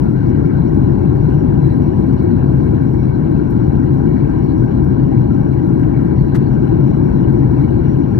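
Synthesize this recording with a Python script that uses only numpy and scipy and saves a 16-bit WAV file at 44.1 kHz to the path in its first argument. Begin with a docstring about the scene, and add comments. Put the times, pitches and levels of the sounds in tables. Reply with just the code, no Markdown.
"""Airliner cabin in flight, at the window

Held at the window, two microphones hear air rushing over the skin and jet rumble through the wall: noise
coloured by cabin and trim resonances, its upper bands flickering. The engines add thin whines, made of
wavering sines. Faint ticks are clicks with a very short high ring; two brief rustles close to the recorder
are shaped noise. A look-ahead limiter holds the peaks of each side."""
import sys
import numpy as np
from scipy import signal
from scipy.fft import rfft, irfft, next_fast_len
from scipy.io import wavfile
from scipy.ndimage import uniform_filter1d, minimum_filter1d

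SR = 44100
rng = np.random.default_rng(int(sys.argv[2]) if len(sys.argv) > 2 else 0)


def volts(x):
    """Linear amplitude factor 10**(x/20) for a level x in dB, scalar or array-like."""
    e = np.asarray(x, float) / 20
    return 10 ** e


def master(y):
    """Save y as 16-bit WAV."""
    cut = np.clip(np.atleast_2d(y).T, -1, 1)
    pcm = np.round(cut * 32767)  # scale
    wavfile.write(sys.argv[1], SR, pcm.astype(np.int16))


N = 361179      # length in samples

LEFT_LAG_S = 40 / 44100      # roar and whines reach the left microphone this much later


def columns(points, hz):
    """Reads each column of a table at the given frequencies, straight on a log frequency axis."""
    at_hz, *rest = np.transpose(points)
    return np.array([np.interp(np.log(hz), np.log(at_hz), column) for column in rest])


def drift(corner_hz, count):
    """Slow random wander of mean 0 and spread 1: noise at every 64th sample through two equal one-poles."""
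    pole = np.exp(-128 * np.pi * corner_hz / SR)
    noise = rng.standard_normal((count, N // 64 + 1502))
    slow = signal.lfilter([1], [1, -2 * pole, pole * pole], noise)[:, 1500:]      # settled part only
    slow = (slow - slow.mean(axis=1, keepdims=True)) / slow.std(axis=1, keepdims=True)
    return np.array([np.interp(np.arange(N) / 64, np.arange(len(row)), row) for row in slow])


def roar(flicker_db, flicker_hz, top_share, shared, surge_db, surge_hz):
    """Noise with the wall's slope plus resonance humps; above the rumble, narrow bands flicker in level."""
    # roar through the wall without resonances, before flicker and swell:
    # freq_hz [Hz], left_db [dB per Hz], right_db [dB per Hz]
    wall = [(20, -59.5, -66), (33, -50, -56.5), (47.6, -37.5, -45), (118.7, -36, -41.5),
            (296, -36.5, -43.5), (381.3, -42.5, -52.5), (491, -53.5, -56.5), (695, -61, -65.5),
            (1073, -64, -72.5), (1235, -74, -83), (2150, -86, -99.5), (3150, -101, -106),
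            (5200, -116, -121), (7000, -116, -121), (15800, -124, -113)]
    # left-right likeness once the lag is allowed for: freq_hz [Hz], likeness [-1 to 1]
    likeness = [(60, 1), (130, 0.97), (250, .88), (330, 0.98), (500, 0.66), (700, 0.48), (800, -0.015),
                (1100, -0.38), (1500, 0.17), (2600, 0.72), (4000, -0.069), (5600, 0.37), (8000, 0.)]
    # cabin, wall and trim resonances, before flicker and swell:
    # centre_hz [Hz], width_hz [Hz, for a single pass], left_db [dB per Hz], right_db [dB per Hz]
    resonances = [(133, 24, -28.5, -34.5), (792, 50, -58.5, -66), (153, 24, -34, -40), (265, 25, -40, -48),
                  (325, 40, -37, -43), (352, 30, -40, -46), (830, 60, -61, -68), (970, 110, -61, -71),
                  (1380, 120, -71, -78), (1540, 220, -68, -84), (1700, 200, -80, -81),
                  (1880, 200, -80, -85), (2250, 130, -80, -85), (2650, 130, -83, -95),
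                  (2930, 110, -83, -100), (3420, 150, -93, -108), (3720, 100, -93, -108),
                  (4020, 200, -87, -112), (4380, 130, -90, -108), (4750, 130, -96, -115),
                  (5050, 150, -108, -108), (5610, 230, -94, -98), (6350, 200, -107, -110),
                  (6800, 200, -108, -116), (8300, 1200, -104, -118), (8800, 300, -101, -118),
                  (10000, 500, -112, -110), (11500, 900, -118, -104), (12400, 900, -116, -106),
                  (15300, 700, -122, -103)]
    # slow swell of the whole roar: time_s [s], gain_db [dB]
    swell = [(0, 0.8), (2.2, 1), (3, 0), (4.2, .5), (6.3, .2), (7.2, 1.7), (8.19, -0.5)]

    size = next_fast_len(N)
    hz = np.maximum(np.arange(size // 2 + 1) * SR / size, 1)
    power = volts(columns(wall, hz)) ** 2
    for centre_hz, width_hz, left_db, right_db in resonances:
        hump = 1 / (1 + (2 * (hz - centre_hz) / width_hz) ** 2) ** 2      # a resonance passed twice
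        power = power + volts(np.array([[left_db], [right_db]])) ** 2 * hump

    first, second = rfft(rng.standard_normal((2, size)))
    alike = np.clip(columns(likeness, hz)[0], -1, 1)
    left = first * np.exp(-2j * np.pi * hz * LEFT_LAG_S)
    right = alike * first + np.sqrt(1 - alike ** 2) * second
    spectrum = np.sqrt(power * SR / 2) * [left, right]

    # 19 narrow bands, wider in Hz at the top; band 0 holds the rumble
    place = np.interp(np.log(hz), np.log([1200, 6000, 15000]), [0, 13, 18])
    together = drift(flicker_hz, count=1)[0]
    own = drift(flicker_hz, count=19)
    surges = drift(surge_hz, count=7)      # short swells, shared by groups of neighbouring bands
    t = np.arange(N) / SR
    # the rumble dips briefly once, by 4 dB around 0.17 s
    dip = volts(-4 * np.exp(-((t - 0.17) / 0.076) ** 2))
    out = 0
    for band in range(19):
        share = np.clip(1 - np.abs(place - band), 0, 1)      # the overlapping shares add up to one
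        if band == 0:
            gain = dip
        else:
            depth_db = flicker_db * (top_share if band > 13 else 1)      # the top hiss is smoother
            flicker = depth_db * (shared * together + own[band])
            gain = volts(flicker + surge_db * surges[band // 3])
        out = out + irfft(spectrum * share, size)[:, :N] * gain
    swell_s, swell_db = np.transpose(swell)
    return out * volts(np.interp(t, swell_s, swell_db))


def whines(gain_db, waver_db, waver_hz, wander_turns):
    """Near sines that waver in level and phase as the many sound paths shift."""
    # whines on multiples of the shaft's turning rate, before gain and waver:
    # multiple [of the shaft rate], left_db [dB rms], right_db [dB rms]
    shaft_whines = [(26, -58, -72), (29, -75, -76), (30, -70, -66), (31, -74, -74), (35, -68, -76),
                    (36, -67, -73), (37, -73, -70), (42, -73, -83), (43, -76, -87), (65, -73, -102),
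                    (66, -75, -100), (67, -78, -104), (70, -79, -108), (88, -88, -91), (89, -88, -88),
                    (141, -89, -105), (142, -85, -100)]
    # other steady whines, some in rows one shaft rate apart, before gain and waver:
    # freq_hz [Hz], left_db [dB rms], right_db [dB rms]
    other_whines = [(1279, -62, -76), (1443, -63, -67), (1580, -57, -74), (2630, -73, -85),
                    (2955, -74, -87), (3017, -82, -90), (3690, -82, -102), (3992, -67, -98),
                    (4293, -81, -101), (4398, -71, -88), (4522, -87, -96), (4735, -82, -108),
                    (5504, -86, -85), (5566, -74, -83), (5628, -73, -77), (5674, -84, -82),
                    (5736, -85, -86), (8220, -88, -101)]

    shaft_hz = 62.1
    lines = [(shaft_hz * multiple, left_db, right_db) for multiple, left_db, right_db in shaft_whines]
    lines = lines + other_whines
    t = np.arange(N) / SR - np.array([[LEFT_LAG_S], [0]])
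    levels = drift(waver_hz, count=len(lines))
    phases = drift(waver_hz, count=len(lines))
    out = 0
    for (hz, left_db, right_db), level, phase in zip(lines, levels, phases):
        tone = np.sin(2 * np.pi * (hz * t + wander_turns * phase + rng.random()))
        level_db = np.array([[left_db], [right_db]]) + gain_db + waver_db * level
        out = out + np.sqrt(2) * volts(level_db) * tone      # root 2 turns rms into peak
    return out


def ticks(ring_hz, width_hz, ring_db, broad_db, right_db):
    """Each tick is a sharp click with a very short high ring, at the same instant on both sides."""
    # the clearest ticks, levels before the ring and broad gains: time_s [s], click_db [dB peak]
    clear_ticks = [(0.0881, -47), (1.7688, -46), (2.0697, -46.5), (2.2286, -42.5), (2.8293, -44.5),
                   (3.5088, -38.5), (3.9485, -43.5), (4.8482, -42.5), (5.3685, -50.5), (5.6685, -45),
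                   (6.0487, -46), (6.3671, -48), (7.3282, -41.5), (7.6293, -46), (7.9687, -44),
                   (8.1092, -48)]

    clicks = np.full(N, 1e-18)
    # fainter ticks at random beats of a steady 20 ms clock, perhaps the recorder's working blocks
    beats_s = np.arange(.0085, N / SR, .02)
    faint = volts(-54.5 + 3.5 * rng.standard_normal(len(beats_s)))      # mean and spread in dB
    sounding = rng.random(len(beats_s)) < .06      # share of beats that tick
    clicks[(beats_s * SR).astype(int)] += faint * sounding
    clicks[[round(time_s * SR) for time_s, click_db in clear_ticks]] = volts(np.array(clear_ticks)[:, 1])

    radius = np.exp(-np.pi * width_hz / SR)
    angle = 2 * np.pi * ring_hz / SR
    ring = signal.lfilter([0, np.sin(angle)], [1, -2 * radius * np.cos(angle), radius * radius], clicks)
    both = volts(ring_db) * ring + volts(broad_db) * clicks
    return both * volts(np.array([[0], [right_db]]))


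def rustles(rise_s, sag_s, tail_s, ragged_db):
    """Short ragged brushes of noise: quick rise, sagging body, soft tail; the lighter touch is brighter."""
    # rustles close to the recorder, levels on the left before the envelope and raggedness:
    # start_s [s], length_s [s], level_db [dB rms], tilt_db [dB per octave]
    touches = [(1.153, .012, -58, 4), (6.345, .02, -29.5, 0)]
    # colour of a rustle before the low cut and tilt: freq_hz [Hz], left_db [dB], right_db [dB]
    rustle_colour = [(700, -5, -8), (1300, 0, -4), (1900, -4, -12), (2500, -14, -21), (3200, -17, -21),
                     (4300, -19, -29), (5500, -22, -25), (7000, -24, -32), (9000, -24, -30),
                     (11000, -42, -26), (16000, -48, -29)]

    size = next_fast_len(N)
    hz = np.maximum(np.arange(size // 2 + 1) * SR / size, 1)
    low_cut = hz ** 2 / (hz ** 2 + 600 ** 2)
    common = rng.standard_normal(size)
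    own = rng.standard_normal((2, size))
    spectrum = rfft(common + own) * volts(columns(rustle_colour, hz)) * low_cut
    out = 0
    for start_s, length_s, level_db, tilt_db in touches:
        noise = irfft(spectrum * volts(tilt_db * np.log2(hz / 1000)), size)[:, :N]
        t = np.arange(N) / SR - start_s
        rise = np.clip(t / rise_s, 0, 1)
        fall = np.exp(-np.maximum(t - length_s, 0) / tail_s - np.maximum(t, 0) / sag_s)
        out = out + volts(level_db) * rise * fall * noise / noise[0].std()
    return out * volts(ragged_db * drift(90, count=1))


def scene():
    """Cabin roar, engine whines, ticks and rustles, added at the two microphones."""
    cabin = roar(flicker_db=3.0, flicker_hz=32, top_share=0.91, shared=0.22, surge_db=1.5, surge_hz=4.5)
    engines = whines(gain_db=-2.0, waver_db=4.5, waver_hz=7.9, wander_turns=0.057)
    clicking = ticks(ring_hz=12600, width_hz=830, ring_db=1.5, broad_db=-1.5, right_db=-4.0)
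    brushes = rustles(rise_s=.003, sag_s=.03, tail_s=0.01, ragged_db=1.7)
    return cabin + engines + clicking + brushes


def top_cut(x):
    """Nothing passes above the cut-off."""
    return signal.sosfilt(signal.butter(12, 15820, fs=SR, output="sos"), x)


def record(dry):
    """A fast look-ahead limiter turns each side down smoothly around its own peaks."""
    needed = np.minimum(1, .99 / np.maximum(np.abs(dry), 1e-9))      # ceiling at .99 of full scale
    gain = minimum_filter1d(needed, size=151, axis=1)
    for _ in range(3):      # three running means make a smooth dip
        gain = uniform_filter1d(gain, size=51, axis=1)
    return top_cut(dry * gain)


dry = scene()
out = record(dry)
master(out)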